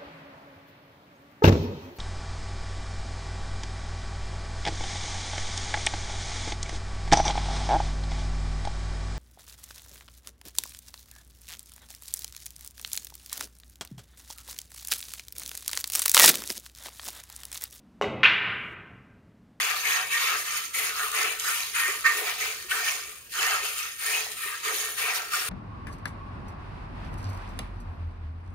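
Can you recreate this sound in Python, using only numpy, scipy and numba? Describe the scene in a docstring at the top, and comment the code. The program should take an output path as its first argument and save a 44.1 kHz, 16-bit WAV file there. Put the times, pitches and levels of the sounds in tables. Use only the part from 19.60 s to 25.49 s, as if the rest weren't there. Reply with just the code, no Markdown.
"""In an open stall a cow is milked by hand into a plastic bucket, squirt after squirt, some in two or three pushes.
Each jet drives a cloud of small bubbles into the milk, spatters and fizzes in the froth and stirs deeper bubbles.
Lone drops snap on the plastic, big bubbles plop, and a low rumble of open air lies far behind.
Bucket wall and stall scatter the sound on its way to a phone with two microphone ports."""
import sys
import numpy as np
from scipy import signal
from scipy.fft import rfft, irfft
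from scipy.io import wavfile
from scipy.ndimage import uniform_filter1d
from numba import njit

SR = 44100
rng = np.random.default_rng(int(sys.argv[2]) if len(sys.argv) > 2 else 0)


def inscribe(sig):
    """Save sig as 16-bit PCM at rate SR to the path in sys.argv[1].

    A 1-D sig is mono; a 2-D sig holds one channel per row.
    Samples are clipped to [-1, 1] before scaling.
    """
    pcm = np.round(np.clip(np.atleast_2d(sig).T, -1, 1) * 32767)
    wavfile.write(sys.argv[1], SR, pcm.astype(np.int16))


N = 259749
TIME = np.arange(N) / SR  # s
GRID = np.maximum(np.arange(4097) * SR / 8192, 1)  # Hz, the frequencies at which colours are drawn

# squeezes of a teat, some in two or three pushes; the hold counts from the start, levels are relative:
# start_s, attack_s, hold_s, plunge_level_db, spray_level_db, churn_level_db, bubble_pitch_hz, deep_bubble_pitch_hz
SQUEEZES = [(-0.034, 0.011, 0.152, -31.5, -33.5, -45.0, 2007, 742),
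            (0.212, 0.049, 0.17, -29.5, -33.8, -43.5, 2000.0, 758),
            (0.491, 0.036, 0.081, -29, -32.7, -50.5, 2000, 485),
            (0.583, 0.026, 0.15, -31, -32.8, -45, 1863, 630),
            (0.842, 0.025, 0.14, -36.8, -37, -55, 2065, 645),
            (1.13, 0.018, 0.16, -35.5, -34.5, -48.5, 2015, 566),
            (1.325, 0.057, 0.13, -37, -34.4, -50.5, 1676, 680.0),
            (1.508, 0.055, 0.14, -30, -33, -44.5, 1872, 600),
            (1.794, 0.089, 0.12, -33, -29.5, -48.0, 1540, 583),
            (1.915, 0.04, 0.087, -39.5, -37.5, -48.5, 1830, 710),
            (2.129, 0.031, 0.13, -31, -33.5, -54.5, 1907, 518),
            (2.231, 0.041, 0.055, -37.5, -37, -47.5, 1784, 490),
            (2.435, 0.03, 0.028, -27.5, -33.5, -43.5, 1900, 472),
            (2.49, 0.052, 0.12, -40.5, -35.5, -42.5, 1930, 507),
            (2.623, 0.055, 0.078, -35.5, -36, -44.5, 1840, 700),
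            (2.774, 0.034, 0.11, -36.5, -35, -47.5, 2115, 595),
            (3.081, 0.037, 0.12, -34, -33.5, -45, 1814, 553),
            (3.219, 0.039, 0.076, -33, -34.5, -45, 2198, 740),
            (3.371, 0.044, 0.034, -48, -52, -73, 2050.0, 477),
            (3.461, 0.034, 0.024, -54, -59.5, -83, 1996, 484),
            (3.717, 0.094, 0.23, -30, -32.5, -41.5, 1944, 654),
            (4.007, 0.04, 0.074, -38.4, -35, -62, 2110, 566),
            (4.139, 0.049, 0.12, -40, -38.5, -62, 1933, 616),
            (4.377, 0.037, 0.065, -41, -35.5, -52, 1895, 740),
            (4.439, 0.032, 0.14, -33, -32.5, -44, 2130, 725),
            (4.745, 0.081, 0.2, -40.5, -38, -58.5, 2077, 490),
            (5.018, 0.037, 0.096, -33.5, -34.5, -43.5, 1708, 482),
            (5.173, 0.037, 0.11, -40, -36, -47.2, 1857, 543),
            (5.361, 0.021, 0.14, -32, -35.0, -43, 2130, 660.0),
            (5.435, 0.073, 0.075, -36.5, -53, -47, 1933, 690),
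            (5.524, 0.054, 0.047, -39.5, -40.5, -43.5, 1796, 615),
            (5.698, 0.05, 0.043, -32.5, -29, -45.0, 1713, 700),
            (5.775, 0.033, 0.094, -40.6, -41.5, -50, 1766, 518)]
# slugs of milk that open a crater, which sings briefly: start_s, length_s, pitch_hz, blow_db
SLUGS = [(0.002, 0.0067, 2060, 5.5), (0.246, 0.03, 2155, 0), (0.515, 0.047, 1950, -3.5),
         (1.136, 0.045, 2066, -1.5), (1.396, 0.022, 1455, 6), (1.849, 0.061, 1560, 0),
         (2.239, 0.034, 1867, -5), (2.444, 0.058, 1870, 5), (2.812, 0.025, 1977, 3.5),
         (3.111, 0.029, 1740, 7), (3.279, 0.013, 2580, 5.5), (3.786, 0.014, 2770, 0),
         (4.464, 0.043, 1870, -1.5), (4.534, 0.025, 2535, 2), (5.086, 0.027, 1470, -1),
         (5.363, 0.02, 1905, -7), (5.736, 0.007, 1680, 7)]
# colour of spatter, fizz and drops: frequency_hz, gain_db
SPRAY_COLOUR = [(300, -41), (850, -43), (1300, -12.5), (2200, -1), (3200, 0.5), (4500, 1), (8000, -0.5),
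                (12000, -2.5), (15500, -9.5)]
# colour of the deep gurgle and the gulps: frequency_hz, gain_db
CHURN_COLOUR = [(100, -29), (260, -26), (340, 1.5), (450, -1.5), (620, -2), (850, 5), (1200, 9.5),
                (2500, -34)]


def squirts(plunge_db=3.43, spray_db=1.27, churn_db=-1.14):
    """The three sounds of the jets, all ringing the bucket's air: spray sags during a squeeze, plunge and churn swell."""
    # air resonances of the bucket, width where the dB gain has halved: pitch_hz, width_hz, gain_db
    bucket_modes = [(432, 44, 11.5), (741.6, 65, 8), (948, 5.1, 10), (1201, 8.8, 6.5), (1332, 50, 4.5),
                    (1835.5, 50, 8), (1960, 44, -2), (2200, 23, 0), (2390, 190, 1.5), (2660, 82, 4.5),
                    (3031, 45, 4)]
    cavity = bumps(bucket_modes)
    plunge_dbs, spray_dbs, churn_dbs, bubble_hz, deep_hz = np.transpose(SQUEEZES)[3:]

    pitch_hz = bubble_pitch(bubble_hz, rest_hz=2060, settle_s=0.099, glide_s=0.027)
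    deep_pitch_hz = bubble_pitch(deep_hz, rest_hz=480, settle_s=0.13, glide_s=0.039)
    deep_pitch_hz = deep_pitch_hz * wander(rate_hz=12, depth_db=0.45)

    force = surges(per_s=110, fade_s=0.0063, steady=2.8)
    body = bucket_wall(plunge(cavity, pitch_hz) * force, ring_t60_s=0.06, wall_db=-2)
    hiss = bucket_wall(spray(cavity) * force, ring_t60_s=0.059, wall_db=-2)
    deep = churn(cavity, deep_pitch_hz) * wander(rate_hz=16, depth_db=2.15)

    body_level = flow(plunge_dbs + plunge_db, lag_s=0, trend_db_per_s=8.5,
                      release_s=0.064, linger_db=-16.5, linger_s=0.2)
    hiss_level = flow(spray_dbs + spray_db, lag_s=0, trend_db_per_s=-24,
                      release_s=0.13, linger_db=-12.0, linger_s=0.24)
    deep_level = flow(churn_dbs + churn_db, lag_s=0.015, trend_db_per_s=23,
                      release_s=0.087, linger_db=-18.0, linger_s=0.16)
    body = body * body_level * slug_blows(fade_share=0.7)
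    hiss = hiss * np.hypot(hiss_level, splashes())
    return body + hiss + deep * deep_level


def plunge(cavity, pitch_hz, crater_db=2, slug_share=0.44, usual_share=0.26):
    """A wide cloud of bubbles, and a crater whose pitch wanders; when a slug lands the crater takes over."""
    # colour of the bubbles that a jet drives under: frequency_hz, gain_db
    plunge_colour = [(300, -22), (750, -28), (950, -10.5), (1200, 0), (1700, -4), (2400, 2.5), (2900, 0),
                     (4000, 0.5), (7000, 22), (12000, -41)]
    tone = slope(plunge_colour) + cavity
    start, length, slug_pitch_hz, _ = np.transpose(SLUGS)

    # the crater opens at once, stays for a moment and fills again
    opening = np.zeros(N)
    for s, d in zip(start, length):
        opening += np.interp(TIME, [s - .004, s, s + .6 * d, s + 1.4 * d], [0, 1, 1, 0])
    latest = np.maximum(np.searchsorted(start - .01, TIME) - 1, 0)
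    usual_hz = pitch_hz * wander(rate_hz=18, depth_db=2.0)
    crater_hz = np.where(opening > 0, slug_pitch_hz[latest], usual_hz)

    def cloud_grains():
        grains = bubbles(pitch_hz, per_s=1500, octaves=1.467, cycles=34.0, scatter_db=1.5, glide=0.098)
        return even(colour(grains, tone), span_s=0.019)

    def crater_grains():
        grains = bubbles(crater_hz, per_s=400, octaves=0.371, cycles=119, scatter_db=4, glide=0.16)
        return even(colour(grains, tone), span_s=0.0064)

    cloud = pair(cloud_grains, shared=0.52)
    crater = pair(crater_grains, shared=0.83) * undb(crater_db * opening)
    share = np.clip(usual_share + slug_share * opening, 0, .95)  # crater's part of the power
    return np.sqrt(1 - share) * cloud + np.sqrt(share) * crater


def spray(cavity, fizz_db=-4, fizz_hz=7800):
    """Clicks of spatter, and the fizz of tiny froth bubbles whose typical pitch wanders."""
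    tone = slope(SPRAY_COLOUR) + cavity
    pitch_hz = np.minimum(fizz_hz * wander(rate_hz=14, depth_db=2.0), 11500)

    def click_grains():
        return even(colour(crackle(per_s=3800, scatter_db=3.5), tone), span_s=0.056)

    def fizz_grains():
        grains = bubbles(pitch_hz, per_s=550, octaves=0.758, cycles=150, scatter_db=3.0, glide=0.077)
        return even(colour(grains, tone), span_s=0.064)

    return pair(click_grains, shared=0.42) + undb(fizz_db) * pair(fizz_grains, shared=0.46)


def churn(cavity, pitch_hz):
    """Larger bubbles deep in the milk gurgle through the hollow low notes of the bucket."""
    tone = slope(CHURN_COLOUR) + cavity

    def gurgle_grains():
        grains = bubbles(pitch_hz, per_s=300, octaves=0.9, cycles=27.0, scatter_db=-1.0, glide=0.04)
        return even(colour(grains, tone), span_s=0.036)

    return pair(gurgle_grains, shared=0.67)


def surges(per_s, fade_s, steady):
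    """Beads of milk land at random; each lifts the force at once and then fades."""
    landings = (rng.random(N) < per_s / SR) * 1.
    power = signal.lfilter([1], [1, -np.exp(-1 / (fade_s * SR))], landings)
    return unit(np.sqrt(abs(steady) + power))


def bubble_pitch(jet_hz, rest_hz, settle_s, glide_s):
    """Each jet makes bubbles of its own size; once it slackens, the pitch settles to that of milk at rest."""
    start, _, hold = np.transpose(SQUEEZES)[:3]
    latest = np.maximum(np.searchsorted(start, TIME) - 1, 0)
    slack_s = np.maximum(TIME - (start + hold)[latest], 0)
    hz = rest_hz + (jet_hz[latest] - rest_hz) * np.exp(-(slack_s / settle_s) ** 2)
    return uniform_filter1d(hz, max(int(glide_s * SR), 1))


def flow(levels_db, lag_s, trend_db_per_s, release_s, linger_db, linger_s):
    """Each squeeze builds the jet, holds it with a sag or swell and lets go; stirred milk lingers. 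Powers add."""
    t = TIME[::32]  # a coarse clock is enough for levels
    power, linger = 0, undb(linger_db)
    for (start, attack, hold, *_), db in zip(SQUEEZES, levels_db):
        age = t - start - lag_s
        after = np.maximum(age - hold, 0)
        trend_db = trend_db_per_s * (np.clip(age, 0, hold) - hold / 2)
        held = np.clip(age / attack, 0, 1) * undb(db + trend_db)
        fading = (1 - linger) * np.exp(-after / release_s) + linger * np.exp(-after / linger_s)
        power = power + (held * fading) ** 2
    return np.interp(TIME, t, np.sqrt(power))


def slug_blows(fade_share):
    """Each slug abruptly lifts or lowers the plunge; the change fades over a share of the slug's length."""
    blow_db = np.zeros(N)
    for s, length, _, db in SLUGS:
        blow_db += db * (TIME >= s) * np.exp(-np.abs(TIME - s) / (fade_share * length))
    return undb(blow_db)


def splashes():
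    """Level of brief splashes where a jet grazes the froth, each swelling and falling smoothly."""
    # splashes: middle_s, length_s, level_db
    graze_table = [(0.188, 0.085, -34), (0.33, 0.081, -31.5), (0.649, 0.046, -33.3), (0.807, 0.071, -36),
                   (0.962, 0.073, -33), (1.052, 0.056, -38), (1.185, 0.034, -29.5), (1.261, 0.076, -33),
                   (1.722, 0.042, -38), (1.804, 0.031, -33), (2.086, 0.059, -45), (2.206, 0.038, -32.1),
                   (2.588, 0.049, -31.5), (3.734, 0.057, -38), (4.19, 0.046, -39.5), (4.727, 0.043, -39.7),
                   (5.164, 0.094, -32), (5.56, 0.053, -30.5)]
    return sum(undb(db) * np.exp(-(2 * (TIME - s) / length) ** 2) for s, length, db in graze_table)


def drops(cycles=9, gain_db=1):
    """Lone drops hit the plastic, each a short bright snap made of a quickly damped sine."""
    # single drops, levels before gain and colour: start_s, level_db, pitch_hz
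    drop_table = [(0.47, -16, 11000), (0.631, -12, 11100), (1.517, -10.5, 9500), (1.7982, -10.5, 6650),
                  (2.409, -14, 9900), (3.026, -17, 11000), (3.316, -17, 12000), (3.357, -17, 9500),
                  (4.183, -10.5, 9000), (4.567, -9, 11500), (4.719, -13, 9400), (5.5367, -13, 8830)]
    when, db, hz = np.transpose(drop_table).copy()
    snaps = ring(when, hz, np.full(len(when), float(cycles)), undb(db + gain_db), 0., N)
    return colour(snaps, slope(SPRAY_COLOUR))


def gulps(cycles=60, gain_db=2, glide=0.14, upper_ratio=1.4, upper_db=-7):
    """A big bubble closing in the milk gives a soft low plop, with a fainter, higher tone ringing beside it."""
    # large pockets of air, levels before gain and colour: start_s, level_db, pitch_hz
    gulp_table = [(1.637, -40, 437), (1.714, -39.5, 446), (2.284, -37.5, 399), (3.045, -49, 368),
                  (3.135, -45.5, 453), (3.486, -58, 420), (4.033, -40, 428), (4.856, -46, 398),
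                  (5.119, -40.5, 505), (5.578, -45, 420)]
    when, db, hz = np.transpose(gulp_table).copy()
    length = np.full(len(when), float(cycles))
    big = ring(when, hz, length, undb(db), float(glide), N)
    upper = ring(when, hz * upper_ratio, length, undb(db + upper_db), float(glide), N)
    return undb(gain_db) * colour(big + upper, slope(CHURN_COLOUR))


def bucket_wall(both, ring_t60_s, wall_db, spot_s=.16):
    """Sound bounces inside the bucket; jets keep landing on new spots, each with its own pattern of echoes."""
    hop = int(spot_s * SR)
    fade = np.sin(np.pi * np.arange(2 * hop) / (2 * hop))  # overlapping pieces keep equal power
    padded = np.pad(both, ((0, 0), (hop, SR)))
    bounced = np.zeros_like(padded)
    for side in range(2):
        for first in range(0, N + hop, hop):
            piece = fade * padded[side, first:first + 2 * hop]
            piece = signal.fftconvolve(piece, echoes(ring_t60_s)[:hop])
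            bounced[side, first:first + len(piece)] += piece
    mixed = both + undb(wall_db) * bounced[:, hop:hop + N]
    return mixed / np.sqrt(1 + undb(wall_db) ** 2)


def stall(both, port_lag_s=.0001, room_t60_s=0.24, room_db=-15):
    """The sound reaches the right port a little later; the open stall adds a short faint tail."""
    left, right = both
    direct = np.array([left, np.roll(right, int(round(port_lag_s * SR)))])
    tail = np.array([signal.fftconvolve(x, echoes(room_t60_s))[:N] for x in direct])
    return direct + undb(room_db) * tail


def yard(level_db=-55, side_db=-12):
    """Faint low rumble of the open air, coloured noise nearly the same on both sides."""
    # colour of the distant farmyard: frequency_hz, gain_db
    yard_colour = [(20, -26), (50, 2.5), (70, 2.5), (100, 0), (130, -3), (180, -6), (260, -8.5),
                   (500, -8.5), (1000, -26), (4000, -33), (15000, -10)]
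    mid, side = (unit(colour(rng.standard_normal(N), slope(yard_colour))) for _ in range(2))
    rumble = mid + undb(side_db) * np.array([side, -side])
    return undb(level_db) * wander(rate_hz=6.1, depth_db=1.5) * rumble


@njit
def ring(start, hz, cycles, size, glide, count):
    """Damped sines that fall 60 dB in the given cycles while their pitch rises by the share glide."""
    out = np.zeros(count)
    for k in range(len(start)):
        first, length = int(start[k] * SR), int(cycles[k] * SR / hz[k]) + 2
        z = size[k] + 0j
        p = np.exp(2j * np.pi * hz[k] / SR - np.log(1000) / length)  # turn and decay per sample
        bend = np.exp(2j * np.pi * hz[k] / SR * glide / length)
        for i in range(first, min(first + length, count)):
            out[i] += z.imag
            z *= p
            p *= bend
    return out


def bubbles(pitch_hz, per_s, octaves, cycles, scatter_db, glide):
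    """A cloud of bubbles of unequal size, each ringing around the typical pitch."""
    draw = rng.random((40000, 4))[:int(per_s * N / SR)]
    when = draw[:, 0] * (N - 1) / SR
    hz = np.interp(when, TIME, pitch_hz) * 2 ** (octaves * (draw[:, 1] + draw[:, 2] - 1))
    size = undb(-scatter_db * np.log(np.maximum(draw[:, 3], .005)))
    return ring(when, hz, np.full(len(hz), float(cycles)), size, float(glide), N)


def crackle(per_s, scatter_db):
    """Tiny bursts of froth: many faint ones and a few sharp ones."""
    happens = rng.random(N) < per_s / SR
    size = undb(scatter_db * np.minimum(rng.exponential(size=N), 5))
    return happens * size * rng.choice([-1, 1], N)


def pair(draw, shared):
    """Grains at two ports: a share of the power arrives alike at both, the rest is scattered around the bucket."""
    shared = np.clip(shared, 0, 1)
    return np.sqrt(shared) * draw() + np.sqrt(1 - shared) * np.array([draw(), draw()])


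def even(x, span_s):
    """Hold a stream of grains at rms 1 over the given span: a jet delivers its milk without gaps."""
    return x / np.sqrt(np.abs(uniform_filter1d(x ** 2, max(int(span_s * SR), 8))) + 1e-12)


def echoes(t60_s):
    """Dense dying reflections with unit energy."""
    t = TIME[:SR // 2]
    response = rng.standard_normal(len(t)) * 1000 ** (-t / t60_s)
    return response / np.sqrt(np.sum(response ** 2))


def wander(rate_hz, depth_db):
    """A factor that drifts around 1, heading for a new random level at the given rate."""
    return undb(depth_db * np.interp(TIME * rate_hz, np.arange(4000), rng.standard_normal(4000)))


def slope(points):
    """Gain in dB over frequency, joined through (Hz, dB) points."""
    hz, db = np.transpose(points)
    return np.interp(np.log(GRID), np.log(hz), db)


def bumps(modes):
    """Gain in dB over frequency from (Hz, width in Hz, dB) resonances and notches."""
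    return sum(db * 2 ** -((2 * (GRID - hz) / width) ** 2) for hz, width, db in modes)


def colour(x, db):
    """Causal minimum-phase filter with the given gain, so that resonances ring after the blow."""
    cepstrum = irfft(db * np.log(10) / 20)
    half = len(cepstrum) // 2
    cepstrum[1:half] *= 2  # folding the cepstrum forward makes the filter causal
    cepstrum[half + 1:] = 0
    response = irfft(np.exp(rfft(cepstrum)))[:half]
    return signal.fftconvolve(x, response)[:N]


def undb(db):
    """Decibels to gain."""
    return 10 ** (np.asarray(db) / 20)


def unit(x):
    """Scale to rms 1."""
    return x / np.sqrt(np.mean(x ** 2))


def scene():
    """The bucket in the stall, over the quiet yard."""
    return stall(squirts() + drops() + gulps()) + yard()


def record(dry, top_hz=15650):
    """Each microphone port colours the treble in its own way; a steep low-pass cuts the top."""
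    # resonances and notches of each port, width where the dB gain has halved: frequency_hz, width_hz, gain_db
    left_port = [(2350, 2600, 2), (6510, 1960, -24.5), (9170, 950, 5.5), (10430, 2000, 3.5),
                 (15300, 1300, -34)]
    right_port = [(5200, 1400, 0), (6580, 720, 5.5), (9480, 2020, -18), (14720, 2900, 8)]
    ports = [colour(x, bumps(port)) for x, port in zip(dry, (left_port, right_port))]
    low_pass = signal.ellip(10, .2, 80, top_hz, fs=SR, output="sos")
    return signal.sosfilt(low_pass, ports)


dry = scene()
out = record(dry)
inscribe(out)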